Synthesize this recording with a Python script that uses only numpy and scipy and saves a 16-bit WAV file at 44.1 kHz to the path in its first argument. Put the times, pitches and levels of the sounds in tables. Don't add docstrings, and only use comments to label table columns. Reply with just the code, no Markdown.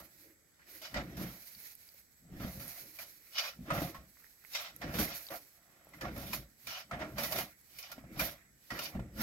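import sys
import numpy as np
from scipy import signal
from scipy.fft import rfft, irfft, next_fast_len
from scipy.io import wavfile
from scipy.ndimage import uniform_filter1d, map_coordinates

SR = 44100
rng = np.random.default_rng(int(sys.argv[2]) if len(sys.argv) > 2 else 0)


def natural_amplitude(level_db):
    exponent = np.asarray(level_db, float) / 20
    return 10 ** exponent


def unload_audio(sound):
    columns = np.transpose(np.atleast_2d(sound))
    steps = np.round(np.clip(columns, -1, 1) * 32767)
    wavfile.write(sys.argv[1], SR, steps.astype(np.int16))


N = 406602

# (f/Hz, width/Hz, level/dB)
FLOOR_MODES = [(560, 58, -2), (670, 58, 4.5), (720, 185, -1.5)]
# (f/Hz, width/Hz, level/dB)
WALL_MODES = [(1150, 400, -1.5), (1380, 44, 7), (1645, 510, -4.5), (1920, 148, 5), (2063, 390, -1.5)]
# (f/Hz, width/Hz, level/dB)
BLADE_MODES = [(2170, 120, -3.5), (2450, 91, 1.5), (2976, 166, -1), (3550, 310, -4.5), (4000, 230, -3.5),
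               (4370, 150, -3.5), (4790, 150, -1), (5200, 124, 0.5), (5370, 180, -1.5), (5830, 240, -1.5),
               (6530, 1900, -11.5)]
# (f/Hz, level per Hz/dB)
GRIT_COLOUR = [(710, -15), (1200, -17), (1370, -11.5), (1560, -8.5), (2270, -3.5), (2560, -7.5),
               (2780, -13.5), (3470, -12), (4080, -4.5), (4700, -6), (6300, -6.5), (8260, -15.5),
               (9820, -10.5), (10500, -8.5), (11600, -2), (14700, -3), (16000, -7)]
# (t/s, peak level/dB, f/Hz, t60/s)
HARD_CLODS = [(0.961, -35, 90, 0.07), (2.554, -46, 150, 0.097), (3.777, -33, 190, 0.03),
              (3.819, -23.5, 292, 0.04), (6.048, -38, 125, 0.095), (6.16, -34, 191, 0.015),
              (7.98, -38.5, 261, 0.057), (8.039, -43, 145, 0.081), (8.193, -40.5, 187, 0.03),
              (8.953, -29, 200, 0.027), (8.993, -28.5, 150, 0.029)]
# (t/s, peak level/dB, ring f/Hz, t60/s, loose grit level/dB)
FLOOR_BLOWS = [(0.816, -51, 655, 0.52, 1), (1.168, -51.5, 690, .14, 4.5), (2.399, -59, 740, .069, -16),
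               (2.597, -47, 533, 0.08, -2), (3.734, -39.5, 546, 0.53, -19),
               (4.814, -38.5, 692, 0.14, -15.5), (4.938, -40, 509, 0.32, -6),
               (5.303, -39.5, 560, 0.17, -28), (6.162, -42, 585, 0.2, -31), (6.913, -38, 679, 0.34, -45),
               (6.992, -39, 637, 0.56, -39), (7.181, -33, 575, 0.2, -5), (7.233, -44.5, 590, 0.19, 13),
               (7.321, -31.5, 650, 0.079, -1.5), (7.357, -35, 658, 0.16, -3.5),
               (7.385, -37, 704, 0.19, -15), (8.789, -38.5, 613, 0.078, 1.5), (8.948, -44, 720, .06, -38),
               (8.994, -38.5, 654, 0.057, -47)]
# (t/s, peak level/dB, ring f/Hz, t60/s, loose grit level/dB)
WALL_BLOWS = [(0.594, -56, 1650, 0.13, -39), (0.667, -67, 1900, 0.24, -9), (0.941, -29, 1965, 0.09, -23),
              (2.987, -35.5, 2370, 0.058, -27), (3.382, -35, 2800, 0.069, -2),
              (3.703, -23, 1275, 0.098, -61), (3.945, -41, 1091, 0.15, -37), (4.55, -35.5, 2050, 0.05, -5),
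              (4.986, -26, 1470, 0.041, -37), (5.934, -45.5, 2060, 0.15, -32),
              (6.009, -36.5, 1727, 0.15, -13), (6.33, -28, 2480, 0.052, -14),
              (6.333, -28.5, 1050, 0.032, -27), (6.669, -36.5, 2340, 0.06, 0),
              (6.911, -29, 1265, 0.05, -69), (7.785, -53.5, 2940, 0.13, 13.5),
              (7.915, -42.5, 1380, 0.097, 1), (8.192, -26.5, 1240, 0.021, -30),
              (8.194, -24.5, 2370, 0.084, -13), (8.79, -34, 2820, .06, -12),
              (8.703, -33, 1920, 0.16, -20.5)]


def unit(x):
    return x / np.sqrt(np.mean(x ** 2) + 1e-20)


def along(points, hz):
    f, value = np.transpose(points)
    return np.interp(np.log(hz + 1), np.log(f + 1), value)


def wobble(rate):
    knots = rng.standard_normal(int(N * 400 / SR) + 4)
    return map_coordinates(knots, [np.arange(N) * min(rate, 400) / SR])


def filtered(x, response):
    m = next_fast_len(N + SR // 4)
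    hz = np.fft.rfftfreq(m, 1 / SR)
    return irfft(rfft(x, m) * response(hz), m)[..., :N]


def modes(table):
    def response(f):
        total = 0
        for k, (centre, width, db) in enumerate(table):
            damping = 1j * f * width
            total = total + (-1) ** k * natural_amplitude(db) * damping / (centre * centre - f * f + damping)
        return total
    return response


def grains(per_s, spread_db, share, patchy_db):
    z = signal.stft(rng.standard_normal((2, N)), nperseg=512)[2]
    patches = uniform_filter1d(rng.standard_normal(z.shape[1:]), size=3, axis=0)
    patches = uniform_filter1d(patches, size=7, axis=1)
    noise = signal.istft(z * natural_amplitude(patchy_db * unit(patches)), nperseg=512)[1][:, :N]
    hits = rng.random(N) < per_s / SR
    size = hits * natural_amplitude(spread_db * np.minimum(rng.exponential(size=N), 2))
    single = size * np.sign(rng.standard_normal((2, N)))
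    share = np.clip(share, 0, 1)
    return np.sqrt(1 - share) * unit(noise) + np.sqrt(share) * unit(single)


def dip(depth_db, before_s):
    starts = [round(row[0] * SR) for row in FLOOR_BLOWS + WALL_BLOWS + HARD_CLODS]
    backwards = np.bincount(starts, minlength=N)[::-1]
    near = signal.lfilter([1], [1, -np.exp(-1 / (before_s * SR))], backwards)[::-1]
    return natural_amplitude(-depth_db * np.minimum(near, 1))


def swells(rows, extra_db=0, top=1.105):
    peak_s, db, rise, die = np.transpose(rows)[:4, :, None]
    t = np.arange(0, N + 32, 32) / SR
    before = (peak_s - t) / np.maximum(rise, .01)
    after = (t - peak_s) / np.maximum(die, .01)
    away = np.where(t < peak_s, before, after)
    power = natural_amplitude(db + np.reshape(extra_db, (-1, 1)) - 30 * away ** top) ** 2
    return np.interp(np.arange(N) / SR, t, np.sqrt(power.sum(axis=0)))


def bushes():
    # (f/Hz, level per Hz/dB)
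    air_colour = [(15, -55), (25, -0.5), (64, 6), (160, 2), (660, -8), (1070, -14), (1940, -4.5),
                  (2450, -11), (2700, -26), (3400, -13.5), (4500, -12.5), (6800, -8), (8200, -16),
                  (12000, -10.5), (16000, -15)]
    rustle = grains(per_s=25, spread_db=-14, share=0.011, patchy_db=1.5)
    air = unit(filtered(rustle, lambda hz: natural_amplitude(along(air_colour, hz))))
    treble = filtered(air * [[0], [-2.5]], lambda hz: 1 / (1 + (1200 / (hz + 1)) ** 4))
    air = air * [[.85], [3.5]] + treble
    strokes = .3 + .7 * np.cos(np.pi * np.cumsum(80.5 + 1.2 * wobble(2)) / SR) ** 2
    wing_phase = 2 * np.pi * np.cumsum(7730 + 125 * wobble(400)) / SR
    wing = np.sin(wing_phase + np.array([[0], [1.5]]))
    cricket = natural_amplitude(-70.5 + 1.2 * wobble(25)) * strokes * wing
    return natural_amplitude(-69.5 + .3 * wobble(1.07)) * air + cricket


def sand():
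    # (peak t/s, level/dB, rise/s, die/s)
    pours = [(0.0, -54.5, .1, 0.1), (0.1, -81, 0.15, 0.39), (.25, -63, 0.67, 0.18),
             (0.72, -50.5, 0.093, 0.27), (.78, -61, .1, 1.2), (1.23, -51.5, 0.17, 0.32),
             (1.4, -62, 0.16, 1.9), (1.7, -59, 1, 0.2), (1.98, -61.5, 0.48, 0.097), (2.44, -50, 0.15, 1.56),
             (2.64, -54, 0.28, 0.93), (3.0, -53, 0.26, 0.12), (3.4, -47.5, 0.24, 0.25),
             (3.48, -51, 0.13, 0.054), (3.75, -42.5, 0.046, 0.24), (3.85, -47, 0.31, 0.14),
             (4.3, -66.5, 1, 0.33), (4.56, -47, 0.26, 0.16), (4.65, -52, 0.17, 0.097),
             (4.75, -63.5, 0.17, 0.73), (5.0, -37.5, 0.14, 0.18), (5.15, -50.5, 0.36, 0.65),
             (5.36, -55.5, 0.93, 0.078), (6.1, -60.5, 0.75, 0.31), (6.22, -48, 0.18, 0.33),
             (6.34, -42.5, 0.13, 0.12), (6.69, -49.5, 0.18, 0.27), (6.8, -52, 0.27, 0.062),
             (7.1, -63, 0.45, .3), (7.2, -40, 0.046, 0.35), (7.38, -35.5, 0.24, 0.092),
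             (7.8, -52.5, 0.32, 0.35), (8.22, -37.5, 0.1, 0.15), (8.85, -44.5, 0.3, 0.15),
             (9.22, -42.5, 0.078, .11)]
    stream = natural_amplitude(2.1 * wobble(40)) * grains(per_s=1500, spread_db=4, share=.2, patchy_db=.8)
    hiss = unit(filtered(stream, lambda hz: natural_amplitude(along(GRIT_COLOUR, hz))))
    return dip(depth_db=7.0, before_s=0.15) * natural_amplitude(5.5) * swells(pours) * hiss


def scrape():
    # (peak t/s, level/dB, rise/s, die/s, blade over walls level/dB)
    strokes = [(0.72, -66.5, 0.36, 0.28, 7), (0.853, -47.5, 0.071, 0.12, 9), (3.022, -53, 0.099, 0.079, 4),
               (3.385, -42, 0.067, 0.13, 13.5), (3.36, -49, 0.037, 0.055, 10),
               (3.44, -44.5, 0.063, 0.15, 6), (3.493, -54, 0.1, 0.041, 11.5),
               (5.871, -76, 0.015, 0.13, -14), (6.75, -50.5, 0.11, .1, 8), (6.69, -48.5, 0.057, 0.24, 8.5),
               (6.81, -48.5, 0.21, 0.068, 6), (7.79, -63, 0.13, 0.05, 16), (7.84, -52.5, 0.063, 0.14, 9.5),
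               (7.925, -53.5, 0.26, 0.14, 4), (8.81, -61, 0.053, 0.072, 8),
               (8.861, -51.5, 0.21, 0.071, 18.5), (9.22, -42, 0.081, .11, 2)]
    # (peak t/s, level/dB, rise/s, die/s, blade over walls level/dB)
    second_strokes = [
        (4.556, -44, 0.05, 0.097, 11.5),
        (4.6, -47.5, 0.11, 0.12, 4),
        (4.65, -49.5, 0.13, 0.15, 3.5),
        (6.34, -48, 0.26, 0.11, 4.5),
        (7.191, -32.5, 0.04, 0.1, -4),
        (7.245, -38, 0.05, 0.11, -1),
        (7.365, -40.5, 0.071, .08, 3),
        (7.41, -42, 0.18, 0.088, -1),
    ]
    # (peak t/s, level/dB, rise/s, die/s, blade over walls level/dB)
    shoves = [(0.0, -58, 0.11, 0.17, -7), (0.974, -37, 0.067, 0.1, -5), (1.23, -50, 0.35, 0.24, -3.5),
              (2.44, -48, 0.18, 0.23, -4.5), (2.62, -60, 0.39, 0.42, -9), (3.69, -61, 0.036, .04, -4),
              (3.721, -32.5, 0.074, 0.22, -10), (3.8, -47, 0.25, 0.25, 1), (3.952, -62, 0.064, 0.2, -17),
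              (4.832, -42, 0.04, 0.52, -7.5), (4.995, -40, 0.14, 0.16, 1.5), (5.13, -50.5, 0.11, 0.1, 6),
              (5.325, -47, 0.061, 0.11, -13.5), (6.055, -41.5, 0.1, 0.17, -10.5),
              (6.24, -51, 0.72, 0.27, -5), (6.935, -39.5, 0.049, 0.14, -16),
              (7.02, -41.5, 0.052, 0.097, -8.5), (7.33, -37, 0.075, 0.11, -13),
              (7.99, -58.5, 0.059, 0.2, -13), (8.213, -42, 0.11, 0.18, 0), (8.285, -46.5, 0.091, 0.037, -3),
              (8.72, -41, 0.031, 0.36, -9), (8.96, -48, 0.1, 0.061, -11)]
    # (peak t/s, level/dB, rise/s, die/s)
    trickles = [(.28, -67, 0.2, 0.2), (.62, -62, 0.027, 0.34), (.76, -61, .3, 0.17),
                (1.08, -59, 0.13, 0.17), (3.27, -64.5, 0.12, 0.17), (4.22, -72, 0.17, 0.28),
                (4.45, -63, 0.11, .1), (4.74, -63, 0.074, 0.17), (7.52, -65, .1, 0.15),
                (8.14, -53.5, 0.15, 0.11), (8.38, -65, 0.081, 0.32), (9.02, -67, 0.054, 0.27)]
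    # (f/Hz, width/Hz, level/dB)
    second_modes = [(2064, 80, 2), (2480, 270, -3.5), (3060, 420, -4.5), (3750, 420, -2.5),
                    (4510, 200, -4.5), (4940, 110, -2.5), (5110, 140, -5.5), (5445, 120, -1.5),
                    (5910, 160, -2), (6020, 200, -6), (7300, 1100, -11)]

    rows = strokes + second_strokes + shoves
    sing_db = np.transpose(rows)[-1]
    first = np.arange(len(rows)) < len(strokes)

    def held(trim_db):
        return swells(rows, trim_db, top=1.14)

    floor_gain = held(-4 - 0.25 * sing_db)
    first_gain = held(np.where(first, sing_db - 4.0, -np.inf))
    second_gain = held(np.where(first, -np.inf, sing_db - 1.0))
    parts = (  # (modes, low edge/Hz, high edge/Hz, gain)
        (FLOOR_MODES, 500, 1000, floor_gain),
        (WALL_MODES, 850, 3500, held(-0.67)),
        (WALL_MODES, 1600, 2550, swells(trickles, -1.3)),
        (BLADE_MODES, 2000, 7000, first_gain),
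        (second_modes, 1900, 7500, second_gain))
    slip, out = wobble(70), 0
    for table, low_hz, high_hz, gain in parts:
        drive = natural_amplitude(1.25 * slip) * grains(per_s=700, spread_db=5.5, share=0.2, patchy_db=3)
        body = lambda hz: modes(table)(hz) / (1 + (low_hz / (hz + 1)) ** 6) / (1 + (hz / high_hz) ** 6)
        out = out + gain * unit(filtered(drive, body))
    return dip(depth_db=6.0, before_s=0.07) * out


def heap():
    # (peak t/s, level/dB, rise/s, die/s,
    # hollow over deep level/dB)
    landings = [(0.0, -70.5, .1, 0.42, 5), (0.965, -39, 0.059, 0.33, -5), (1.23, -39, 0.23, 0.17, -6),
                (2.34, -45.5, 0.11, 0.3, -19), (2.45, -40, 0.23, 0.19, -9.5), (2.579, -48.5, 0.071, 0.23, -5),
                (2.84, -65, 0.12, 0.21, 2.5), (3.071, -74, 0.37, 0.34, 4.5), (3.6, -47, 0.045, 0.39, -27),
                (3.78, -38.5, 0.22, 0.27, -4.5), (4.85, -44, 0.055, 0.19, 0.5), (4.999, -38, 0.26, 0.19, -3.5),
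                (5.32, -55, 0.019, 0.13, 7.5), (6.03, -44, 0.028, 0.34, 2.5), (6.19, -42.5, 0.31, 0.38, -21),
                (6.37, -52, 0.78, 0.14, -1.5), (6.93, -42, 0.023, 0.26, -7.5), (7.04, -47.5, 0.15, 0.17, 6),
                (7.22, -47, 0.45, 0.35, -27), (7.39, -48, 0.24, 0.13, 3.5), (7.98, -56, 0.15, 0.69, -12),
                (8.22, -41.5, 0.17, 0.14, -3), (8.73, -50.5, 0.036, 0.43, 2.5), (8.959, -40, 0.041, 0.26, -7),
                (9.22, -38.5, 0.16, .11, -10),
                (0.02, -63, .1, .15, -17), (.28, -76.5, 0.25, 0.19, 14), (.69, -80, 0.093, 0.22, 14),
              (0.8, -79, 0.34, 0.18, 16), (1.58, -66.5, 0.055, .1, -12), (4.2, -80, 0.16, 0.26, -20),
              (4.89, -42, 0.088, .1, -12), (7.78, -67, 0.17, 0.11, -23), (8.12, -49, 0.11, .08, -5),
              (4.0, -56.5, 0.07, 0.14, -14), (6.69, -60.5, 0.12, 0.12, -9), (8.55, -66, 0.36, 0.13, -36)]
    # (t/s, peak level/dB, f/Hz, t60/s)
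    soft_clods = [(1.006, -39, 198, .04), (1.198, -31, 184, 0.093), (1.245, -32, 171, 0.057),
                  (2.251, -51.5, 180, 0.11), (2.291, -52, 140, .06), (2.325, -44, 170, .06),
                  (2.365, -43, 60, .1), (2.403, -33.5, 189, 0.046), (2.43, -39, 250, .04),
                  (2.452, -39, 70, .07), (2.575, -38, 125, 0.081), (6.255, -38, 202, .05),
                  (2.447, -30, 200, 0.046), (3.59, -41.5, 180, 0.054), (3.723, -26.5, 154, 0.058),
                  (3.764, -32, 110, 0.027), (3.831, -30, 130, 0.037), (3.848, -30, 152, 0.067),
                  (3.874, -36, 200, .04), (3.985, -45, 64, .2), (4.841, -35, 304, 0.095),
                  (4.944, -42, 250, .04), (4.953, -29, 190, .05), (4.993, -23.5, 200, 0.045),
                  (5.055, -38, 230, .06), (6.035, -35, 292, 0.042), (7.125, -42, 151, 0.044),
                  (7.14, -38, 121, 0.048), (8.118, -51, 153, 0.046), (8.172, -31, 130, 0.048),
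                  (8.184, -43, 90, .04), (8.212, -38, 205, 0.037), (8.722, -36, 246, 0.055),
                  (8.944, -36, 152.1, 0.039), (8.962, -32, 70, .09), (9.186, -36, 150, 0.046)]
    # (f/Hz, width/Hz, level/dB)
    ground_modes = [(57, 14, -1), (130, 23.4, -1), (184.7, 107.5, -1), (239.4, 149, -5)]
    # (f/Hz, width/Hz, level/dB)
    hollow_modes = [(307, 31, 0.5), (401, 140, -9.5), (547, 61, -5)]

    def body(table):
        return lambda hz: modes(table)(hz) / (1 + (35 / (hz + 1)) ** 4) / (1 + (hz / 900) ** 2)

    deep = filtered(grains(per_s=400, spread_db=4.5, share=0.14, patchy_db=2.5), body(ground_modes))
    hollow = filtered(grains(per_s=400, spread_db=2.5, share=0.25, patchy_db=4.5), body(hollow_modes))
    falls = landings
    hollow_db = np.transpose(falls)[-1] - 1.5
    rumble = swells(falls) * unit(deep) + swells(falls, hollow_db) * unit(hollow)

    bumps, t = np.zeros((2, N + SR)), np.arange(SR // 8) / SR
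    click = natural_amplitude(-60 * t / 0.031) * np.sin(2 * np.pi * 630 * t)
    for k, (s, db, hz, t60) in enumerate(HARD_CLODS + soft_clods):
        hardness = 1.03 if k < len(HARD_CLODS) else .35
        push = np.sin(2 * np.pi * hz * t + [[0], [np.pi / 2]]) + hardness * click
        fade = natural_amplitude(db - 1.0 - 60 * t / max(t60, .01)) * (1 - np.exp(-t / 0.00067))
        bumps[:, round(s * SR):][:, :len(t)] += fade * push
    return dip(depth_db=1.0, before_s=0.16) * rumble + bumps[:, :N]


def knocks():
    ring, shake = np.zeros((2, N + SR)), np.zeros((3, 2, N + SR))
    t = np.arange(SR // 4) / SR
    for s, db, hz, t60, grit_db in sorted(FLOOR_BLOWS + WALL_BLOWS):
        at = slice(round(s * SR), round(s * SR) + len(t))
        fade = natural_amplitude(db - 60 * t / max(t60, .01)) * (1 - np.exp(-t / 0.001))
        drift = 0.062 * np.cumsum(rng.standard_normal((2, len(t))), axis=1)
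        ring[:, at] += natural_amplitude(-3.5) * fade * np.sin(2 * np.pi * hz * t + drift)
        blade_db = -10.5 + 0.49 * grit_db + 7.5
        levels = natural_amplitude([[[-9]], [[blade_db]], [[grit_db - 2.5]]])
        shake[..., at] += levels * fade * rng.standard_normal((3, 2, len(t)))
    colours = (modes(FLOOR_MODES + WALL_MODES), modes(BLADE_MODES),
               lambda hz: natural_amplitude(along(GRIT_COLOUR, hz)))
    hz = np.linspace(1, SR / 2, num=2000)
    out = ring[:, :N]
    for burst, colour in zip(shake, colours):
        power = np.mean(np.abs(colour(hz)) ** 2)
        out = out + filtered(burst[:, :N], colour) / np.sqrt(power)
    return out


def pebbles():
    # (t/s, peak level/dB, f/Hz)
    ticks = [(1.4564, -55, 9100), (1.55, -51, 4470), (1.6014, -48, 12100), (1.6214, -51, 11500),
             (1.752, -48, 11850), (1.8897, -55, 4790), (1.942, -50, 14600), (1.945, -67, 550),
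             (2.42, -50, 14000), (2.6494, -44, 13700), (2.6794, -41, 11400), (2.7678, -50, 2020),
             (4.171, -58, 1930), (4.169, -72, 1150), (4.2, -63, 1350), (4.203, -62, 1950),
             (4.222, -65, 1350), (4.243, -52, 1800), (4.244, -60, 1360), (4.266, -63, 1840),
             (4.44, -63, 1480), (4.449, -55, 2100), (4.535, -39, 5100), (4.763, -44, 12600),
             (4.7628, -56, 6350), (5.2675, -45, 4600), (5.287, -46, 3830), (5.8461, -56, 12400),
             (5.87, -57, 694), (5.891, -58, 10500), (6.179, -43, 12200), (6.738, -50, 2390),
             (7.612, -58, 10370), (7.828, -43, 5450), (8.1793, -51, 11300), (9.046, -59, 514),
             (9.142, -71, 530)]
    out, t = np.zeros((2, N + SR)), np.arange(SR // 40) / SR
    for s, db, hz in ticks:
        smooth = round(SR / min(hz / 4, 2200) * (1 + (hz < 3000)))
        burst = unit(uniform_filter1d(rng.standard_normal((2, len(t))), size=smooth, axis=1))
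        tick = (.3 + .6 * natural_amplitude(-60 * t / .03) * burst) * np.sin(2 * np.pi * hz * t)
        out[:, round(s * SR):][:, :len(t)] += natural_amplitude(db + 7.5 - 60 * t / (0.042 + 30 / hz)) * tick
    return out[:, :N]


def scene():
    return bushes() + sand() + scrape() + heap() + knocks() + pebbles()


def top_cut(x):
    return signal.sosfilt(signal.butter(12, 16590, fs=SR, output="sos"), x)


def record(dry):
    # (f/Hz, correlation)
    likeness = [(60, .95), (170, .99), (350, .93), (600, .95), (1000, .75), (1600, .55), (2100, .3),
                (3500, .35), (15000, .2)]
    # (f/Hz, phase/rad)
    left_lead = [(100, 0), (200, .05), (350, .35), (700, .35), (1200, 1), (1450, 1.5), (1700, 2.8),
                 (3500, 8.5), (16000, 50)]
    # (f/Hz, left minus right level/dB)
    body_shade = [(300, .2), (1000, -2.5), (1900, -7), (3000, 0), (4500, 0), (6000, -3), (7100, 2.5),
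                  (8600, 1), (9200, -5), (11200, -12), (14000, -7), (15700, -3)]
    turn = lambda hz: np.arccos(np.clip(along(likeness, hz), 0, 1)) / 2
    direct, scattered = filtered(dry, lambda hz: np.array([np.cos(turn(hz)), np.sin(turn(hz))]))

    def ports(hz):
        lead = np.exp(.5j * np.interp(hz, *np.transpose(left_lead)))
        left = lead * natural_amplitude(along(body_shade, hz) / 2)
        return np.array([left, 1 / left]) * (hz < 15820)

    mix = filtered(np.array([direct + scattered, direct - scattered]), ports)
    return top_cut(mix)


dry = scene()
out = record(dry)
unload_audio(out)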